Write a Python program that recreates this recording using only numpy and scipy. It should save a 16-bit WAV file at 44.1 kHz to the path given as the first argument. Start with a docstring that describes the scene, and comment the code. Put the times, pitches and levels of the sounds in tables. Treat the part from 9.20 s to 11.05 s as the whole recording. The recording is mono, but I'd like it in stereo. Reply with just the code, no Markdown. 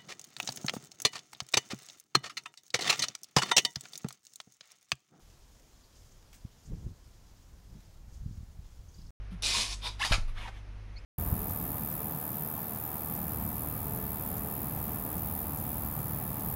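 """In a small workshop, a loose rubber tyre is turned and laid flat on the floor, close by.
The rubber sticks and slips in a juddering rasp, then brushes and slides through the hands, squeaking
where the slips come fast enough to make a note. The tyre lands with a deep thump and a slap of its
side wall, and wobbles to rest. A last scuff and a tiny squeak follow. A machine hums low throughout."""
import sys
import numpy as np
from scipy import signal
from scipy.fft import rfft, irfft, next_fast_len
from scipy.io import wavfile
from scipy.ndimage import map_coordinates

SR = 44100
rng = np.random.default_rng(int(sys.argv[2]) if len(sys.argv) > 2 else 0)


def pcm_store(signal):
    """Save signal as 16-bit PCM."""
    levels = np.round(np.clip(np.atleast_2d(signal), -1, 1) * 32767)
    wavfile.write(sys.argv[1], SR, levels.astype(np.int16).T)


N = 81585


def amp(db):
    """Turn decibels into a number to multiply by."""
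    return 10 ** (np.asarray(db) / 20)


def unit(x):
    """Scale a sound to an average power of 1."""
    return x / np.sqrt(np.mean(x ** 2) + 1e-20)


def along(points, hz):
    """Read between (frequency, value) points, spacing the octaves evenly."""
    freqs, values = np.transpose(points)
    return np.interp(np.log(hz + 1), np.log(freqs + 1), values)


def since(s):
    """Seconds since the moment s, and zero before it."""
    return np.maximum(np.arange(N) / SR - s, 0)


def level(rows):
    """A volume curve through (time, level) points that dies away fast outside them."""
    times, db = np.transpose(rows)
    t = since(0)
    outside_s = np.abs(t - np.clip(t, times[0], times[-1]))
    return amp(np.interp(t, times, db) - 1000 * outside_s)


def wander(rate):
    """A smooth curve that passes through `rate` random values a second."""
    return map_coordinates(rng.standard_normal(N), [since(0) * rate], mode="wrap")


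def filtered(x, response):
    """Change the strength and timing of each frequency as response(hz) says."""
    size = next_fast_len(N + SR // 2)
    return irfft(rfft(x, size) * response(np.fft.rfftfreq(size, 1 / SR)), size)[..., :N]


def coloured(x, colour, size=2048):
    """Give a sound a tone colour (its mix of low and high), thinning out below the first point."""
    hz = np.fft.rfftfreq(size, 1 / SR)
    gain = amp(along(colour, hz)) * np.clip(2 * (hz + 10) / colour[0][0], 0, 1)
    # Fold the filter so that it rings only after a push, never before.
    cepstrum = irfft(np.log(gain))
    cepstrum[1:size // 2] *= 2
    cepstrum[size // 2 + 1:] = 0
    ring = irfft(np.exp(rfft(cepstrum)))
    return signal.fftconvolve(x, ring / np.linalg.norm(ring))[:N]


def friction(colour, grain_db, grain_rate):
    """Rubbing noise: a crowd of tiny slips of uneven size. More grain_db makes it grittier."""
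    slips = rng.standard_normal(N) * amp(grain_db * wander(grain_rate))
    return unit(coloured(slips, colour))


def glide(s, length, start_hz, end_hz, rough):
    """A short, shaky slide in pitch: returns its progress (0 to 1) and the angle of its wave."""
    progress = np.clip(since(s) / length, 0, 1)
    hz = (start_hz + (end_hz - start_hz) * progress) * (1 + rough * wander(700))
    return progress, 2 * np.pi * np.cumsum(hz) / SR


def background():
    """A machine hums, wavering slightly, under the soft rush of the room's air."""
    # the machine's notes (frequency [Hz], level [dB])
    notes = [(48.6, -45), (99.6, -51.5), (221, -69.5)]
    # tone colour of the air (frequency [Hz], level [dB])
    air_colour = [(25, -10.5), (45, -5), (70, -16.5), (110, -19.5), (160, -26), (280, -30), (600, -33),
                  (2400, -37), (3300, -43.5), (6300, -48), (7500, -60.5), (10000, -55), (12000, -69),
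                  (15000, -63)]
    # how alike the air sounds in both ears (frequency [Hz], likeness [0-1])
    likeness = [(60, 1), (200, 0.82), (600, 0.41), (3000, 0.49), (10000, 0.033)]
    hum = np.zeros(N)
    for hz, db in notes:
        strength = np.sqrt(2) * amp(db + 1.45 * wander(8.66))
        hum += strength * np.sin(2 * np.pi * hz * since(0) + 0.53 * wander(5.87))

    def air_shares(hz):
        spread = np.arccos(np.clip(along(likeness, hz), -1, 1)) / 2
        return amp(along(air_colour, hz)) * [np.cos(spread), np.sin(spread)]

    middle, side = filtered(rng.standard_normal((2, N)), air_shares)
    return hum + amp(-49) * unit(np.array([middle + side, middle - side]))


def ticks():
    """Handling the tyre makes faint, bright ticks and scuffs."""
    # light touches (time [s], level [dB], time to fade by 60 dB [s])
    touches = [(0.111, -53, 0.19), (1.012, -61, 0.058), (1.077, -51, 0.16)]
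    # their tone colour (frequency [Hz], level [dB])
    colour = [(1000, 10), (3000, 8), (7500, -6), (10000, -0.5), (15000, -22)]
    force = sum(amp(db - 60 * since(s) / fade) * (since(s) > 0) for s, db, fade in touches)
    return force * friction(colour, grain_db=4, grain_rate=1400)


def groans():
    """The body of the tyre groans low as it is twisted on the floor."""
    # dull groans (time [s], length [s], start pitch [Hz], end pitch [Hz], level [dB])
    twists = [(0.116, 0.086, 190.5, 140, -28), (0.371, 0.11, 195, 254, -36.5)]
    out = np.zeros(N)
    for s, length, start_hz, end_hz, db in twists:
        progress, phase = glide(s, length, start_hz, end_hz, rough=0.132)
        out += amp(db) * np.sqrt(progress) * (1 - progress) ** 2 * np.sin(phase)
    return out


def rasp():
    """The rubber grabs, then sticks and slips: each slip is a click and a burst, with hiss between."""
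    # how often the rubber slips (time [s], rate [slips per second])
    slip_rates = [(.222, 171), (.26, 137), (.31, 415), (.337, 144.4), (.38, 204), (.435, 227), (.472, 110),
                  (.505, 406), (.535, 153)]
    # force of the rasp (time [s], level [dB])
    force_curve = [(.236, -31.5), (.28, -31.5), (.33, -32), (.37, -30), (.42, -32), (.485, -42),
                   (.53, -38.5), (.56, -61.5), (.6, -58.5)]
    # its tone colour (frequency [Hz], level [dB])
    colour = [(300, -13), (700, -10.5), (1100, -11), (1500, -10.5), (2000, -7.5), (2500, 1), (3100, -1.5),
              (3900, 1), (4700, -0.5), (5500, 3), (7500, -3), (9800, -7), (12000, -26.5), (15000, -29)]
    # a hollow note late in the rasp (time [s], level [dB])
    hollow_curve = [(.33, -46), (.365, -39.5), (.42, -46.5), (.46, -55), (.53, -49.5), (.56, -89)]
    # that note's tone colour (frequency [Hz], level [dB])
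    hollow_colour = [(800, -26), (1000, -5), (1100, -3), (1350, -39), (9000, -70)]
    grab_s, jitter_s, burst_s = 0.2228, 0.0001, 0.0006
    grab_db, hiss_db, click_db = -3.5, -0.5, -4
    t = since(0)
    force = level(force_curve)
    rate = np.interp(t, *np.transpose(slip_rates))
    slip_count = np.floor(np.cumsum(rate * (t > grab_s)) / SR)
    due = np.flatnonzero(np.diff(slip_count))
    # Each slip comes a little early or late, and a little louder or softer.
    timing, scatter_db = rng.standard_normal((len(due), 2)).T
    at = np.clip(due + (jitter_s * SR * timing).astype(int), 0, N - 1)
    slips = np.zeros(N)
    slips[at] = np.sqrt(SR / rate[due]) * amp(scatter_db)
    power = force ** 2 * (slips ** 2 + amp(hiss_db) ** 2) * (t > grab_s)
    power[int(grab_s * SR)] += amp(grab_db) ** 2
    # Smear each spike of power into a short, fading burst of noise.
    decay = np.exp(-1 / (burst_s * SR))
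    bursts = np.sqrt(signal.lfilter([1 - decay], [1, -decay], power)) * rng.choice([-1, 1], N)
    clicks = amp(click_db) * force * slips
    hollow = level(hollow_curve) * friction(hollow_colour, grain_db=1.5, grain_rate=270)
    return ringing(coloured(bursts + clicks, colour), ring_db=-6) + hollow


def ringing(x, ring_db):
    """Rubbing makes the tyre ring at a few high pitches of its own."""
    # the tyre's narrow rings (frequency [Hz], width [Hz], level [dB])
    rings = [(2360, 180, -8), (3670, 260, 1), (4250, 90, 1), (4760, 90, -7.5), (5550, 60, -4)]

    def peaks(f):
        return sum(amp(db) * 1j * f * width / (hz * hz - f * f + 1j * f * width)
                   for hz, width, db in rings)

    return filtered(x, lambda f: 1 + amp(ring_db) * peaks(f))


def rubs():
    """Rubber rubs on hands and floor: a ringing brush, a slide before the fall, a scuff as it settles."""
    # loudness of each stroke (time [s], level [dB])
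    brush_curve = [(.611, -76), (.615, -50.5), (.633, -41.5), (.642, -35.5), (.653, -36), (.67, -32),
                   (.692, -44), (.73, -56.5), (.77, -63)]
    slide_curve = [(.792, -50), (.798, -35), (.82, -33), (.836, -38.5), (.85, -25.5), (.888, -38),
                   (.915, -38), (.94, -49)]
    settle_curve = [(1.15, -56.5), (1.175, -48), (1.225, -44.5), (1.28, -48.5), (1.31, -61.5), (1.375, -54),
                    (1.43, -83)]
    # tone colour of each stroke (frequency [Hz], level [dB])
    brush_colour = [(300, -15.5), (780, -10.5), (1020, -0.5), (1350, -13), (2000, -13.5), (2450, -7.5),
                    (3100, -6.5), (3650, -1.5), (4200, -11), (4800, -4), (7500, -14.5), (10000, -20.5),
                    (12000, -31), (15000, -40)]
    slide_colour = [(300, -13.5), (500, -17), (900, 2), (1400, -7), (1900, -3.5), (3000, -1), (5500, -3),
                    (7500, -8.5), (10000, -13), (12000, -24.5), (14000, -30)]
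    settle_colour = [(300, -10.5), (550, -8.5), (900, -2), (1400, -5), (2100, -3.5), (3300, -5.5),
                     (4800, -18), (6200, -14), (8000, -21), (10000, -23.5), (14000, -38)]
    brush = level(brush_curve) * friction(brush_colour, grain_db=1, grain_rate=600)
    slide = level(slide_curve) * friction(slide_colour, grain_db=5, grain_rate=280)
    settle = level(settle_curve) * friction(settle_colour, grain_db=0, grain_rate=890)
    return ringing(brush, ring_db=1) + slide + settle


def squeaks():
    """The rubber slips so fast that the slips blend into a note."""
    # rubber squeaks (time [s], length [s], start pitch [Hz], end pitch [Hz], level [dB],
    # overtones against the main note [dB], roughness [0-1])
    notes = [(0.799, 0.035, 729.5, 1412, -30, -0.5, 0.09), (0.813, .016, 3400, 2410, -25, -15, 0.18),
             (.827, 0.022, 1560, 2133, -23.5, -9, 0.02), (.855, 0.027, 1066, 620, -40.5, -40, 0.11),
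             (1.168, 0.025, 1276, 2186, -42, -5.5, 0.09), (1.249, .024, 1008, 812, -38.5, -9, 0.15),
             (1.271, 0.029, 1252, 530, -40.5, -1.5, .2), (1.757, 0.04, 2010, 2680, -52.5, 5.5, 0.05)]
    out = np.zeros(N)
    for s, length, start_hz, end_hz, db, overtone_db, rough in notes:
        progress, phase = glide(s, length, start_hz, end_hz, rough)
        overtones = np.sin(2 * phase) + amp(-8) * np.sin(3 * phase)
        out += amp(db) * np.sin(np.pi * progress) * (np.sin(phase) + amp(overtone_db) * overtones)
    return out


def thumps():
    """Each landing gives the floor a quick push and sets tyre and floor booming."""
    # the tyre hits the floor (time [s], level [dB])
    landings = [(0.911, -16.5), (0.982, -24.5)]
    # deep notes of tyre and floor (frequency [Hz], level [dB], time to fade by 60 dB [s])
    notes = [(35.9, -1, 0.33), (80.2, -8, 0.18), (98.9, -10, 0.19), (161, -13.5, 0.058), (228, -53, .06)]
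    push_s, push_db, rise_s = 0.0027, -2, 0.01
    out = np.zeros(N)
    for s, db in landings:
        t = since(s)
        boom = sum(amp(note_db - 60 * t / fade) * np.sin(2 * np.pi * hz * t)
                   for hz, note_db, fade in notes)
        push = amp(push_db) * 2 * t / push_s * np.exp(-(t / push_s) ** 2)
        out -= amp(db) * (boom * (1 - np.exp(-t / rise_s)) + push)
    return out


def slap():
    """The side wall smacks the floor in a quick run and skids briefly; one faint slap comes later."""
    # slaps of the side wall (time [s], level [dB], time to fade by 60 dB [s])
    smacks = [(.919, -17.5, .024), (.9236, -17.5, .03), (.9318, -27, .04), (.942, -27, .05),
              (1.279, -43, .025)]
    # their tone colour (frequency [Hz], level [dB])
    colour = [(300, -11.5), (450, -11), (750, -3), (1200, -2), (1900, -6), (2500, 1), (3200, -6),
              (4200, -1.5), (6500, -8.5), (8000, -17.5), (10000, -17.5), (12000, -33), (14000, -38)]

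    def burst(s, db, fade_s, rise_s=0.0004):
        return amp(db - 60 * since(s) / fade_s) * (1 - np.exp(-since(s) / rise_s))

    skid = burst(s=0.9174, db=-35.5, fade_s=0.32)
    force = sum(burst(*row) for row in smacks) + skid
    return force * friction(colour, grain_db=3, grain_rate=900)


def wobble():
    """The fallen tyre wobbles to rest with a very deep throb."""
    hz, db, rise_s, fade_s = 23.54, -12.5, 0.12, 0.61
    t = since(0.96)
    return amp(db - 60 * t / fade_s) * (1 - np.exp(-t / rise_s)) * np.sin(2 * np.pi * hz * t)


def room(x, echo_count=20):
    """Quick echoes off the floor and nearby things, then a short tail, different in each ear."""
    # how long the room rings (frequency [Hz], time to fade by 60 dB [s])
    fade_times = [(150, 0.18), (1000, 0.27), (4000, 0.17), (12000, 0.3)]
    tail_db, echoes_db = -5.5, -0.5
    hz, t, noise = signal.stft(rng.standard_normal((2, SR // 3)), SR, nperseg=256)
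    fading = amp(-60 * t / along(fade_times, hz)[:, None])
    tail = signal.istft(noise * fading, SR, nperseg=256)[1]
    tail = amp(tail_db) * tail / np.linalg.norm(tail[0])
    echoes = np.pad(tail, ((0, 0), (SR // 250, 0)))  # the tail starts 4 ms late
    for ear in echoes:
        arrivals = (rng.uniform(0.0006, 0.016, echo_count) * SR).astype(int)
        ear[arrivals] += amp(echoes_db) * rng.choice([-1, 1], echo_count) / np.sqrt(echo_count)
    return signal.fftconvolve(x[None], echoes, axes=1)[:, :N]


def moving_room(x, step=4096):
    """The tyre moves, so its echoes keep changing: each overlapping slice of sound gets new ones."""
    out = np.zeros((2, N + SR))
    padded = np.pad(x, (0, 2 * step))
    for start in range(0, N, step):
        echoes = room(padded[start:start + 2 * step] * signal.windows.cosine(2 * step))
        out[:, start:start + echoes.shape[1]] += echoes
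    return out[:, :N]


def scene():
    """The tyre lies a little to the left, so its sound reaches the two microphones out of step."""
    # how far the left side's wave runs ahead (frequency [Hz], lead [radians])
    left_lead = [(700, 0), (2000, -.5), (3300, 0), (4700, .8), (6300, 2.9), (8500, 3.6), (10500, 6)]
    # how much louder the left side is (frequency [Hz], left minus right [dB])
    balance = [(150, -1), (700, 3), (1500, 6), (3000, 2.5), (5500, 1), (9000, -2.5), (13000, 4.5)]
    sides = np.array([[0.5], [-0.5]])  # left and right each take half, in opposite directions
    rubbing = ticks() + rasp() + rubs() + slap()
    squeaking = squeaks()
    direct = filtered(rubbing + squeaking, lambda hz: np.exp(1j * sides * along(left_lead, hz)))
    echoes = moving_room(rubbing + amp(-13) * squeaking)  # the squeaks barely echo
    rubber = filtered(direct + echoes, lambda hz: amp(sides * along(balance, hz)))
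    return background() + groans() + amp(-3.5) * rubber + thumps() + wobble()


def record(dry):
    """The very highest treble is cut off sharply."""
    top_hz = 14800
    return filtered(dry, lambda hz: 1 / (1 + (hz / top_hz) ** 120))


dry = scene()
out = record(dry)
pcm_store(out)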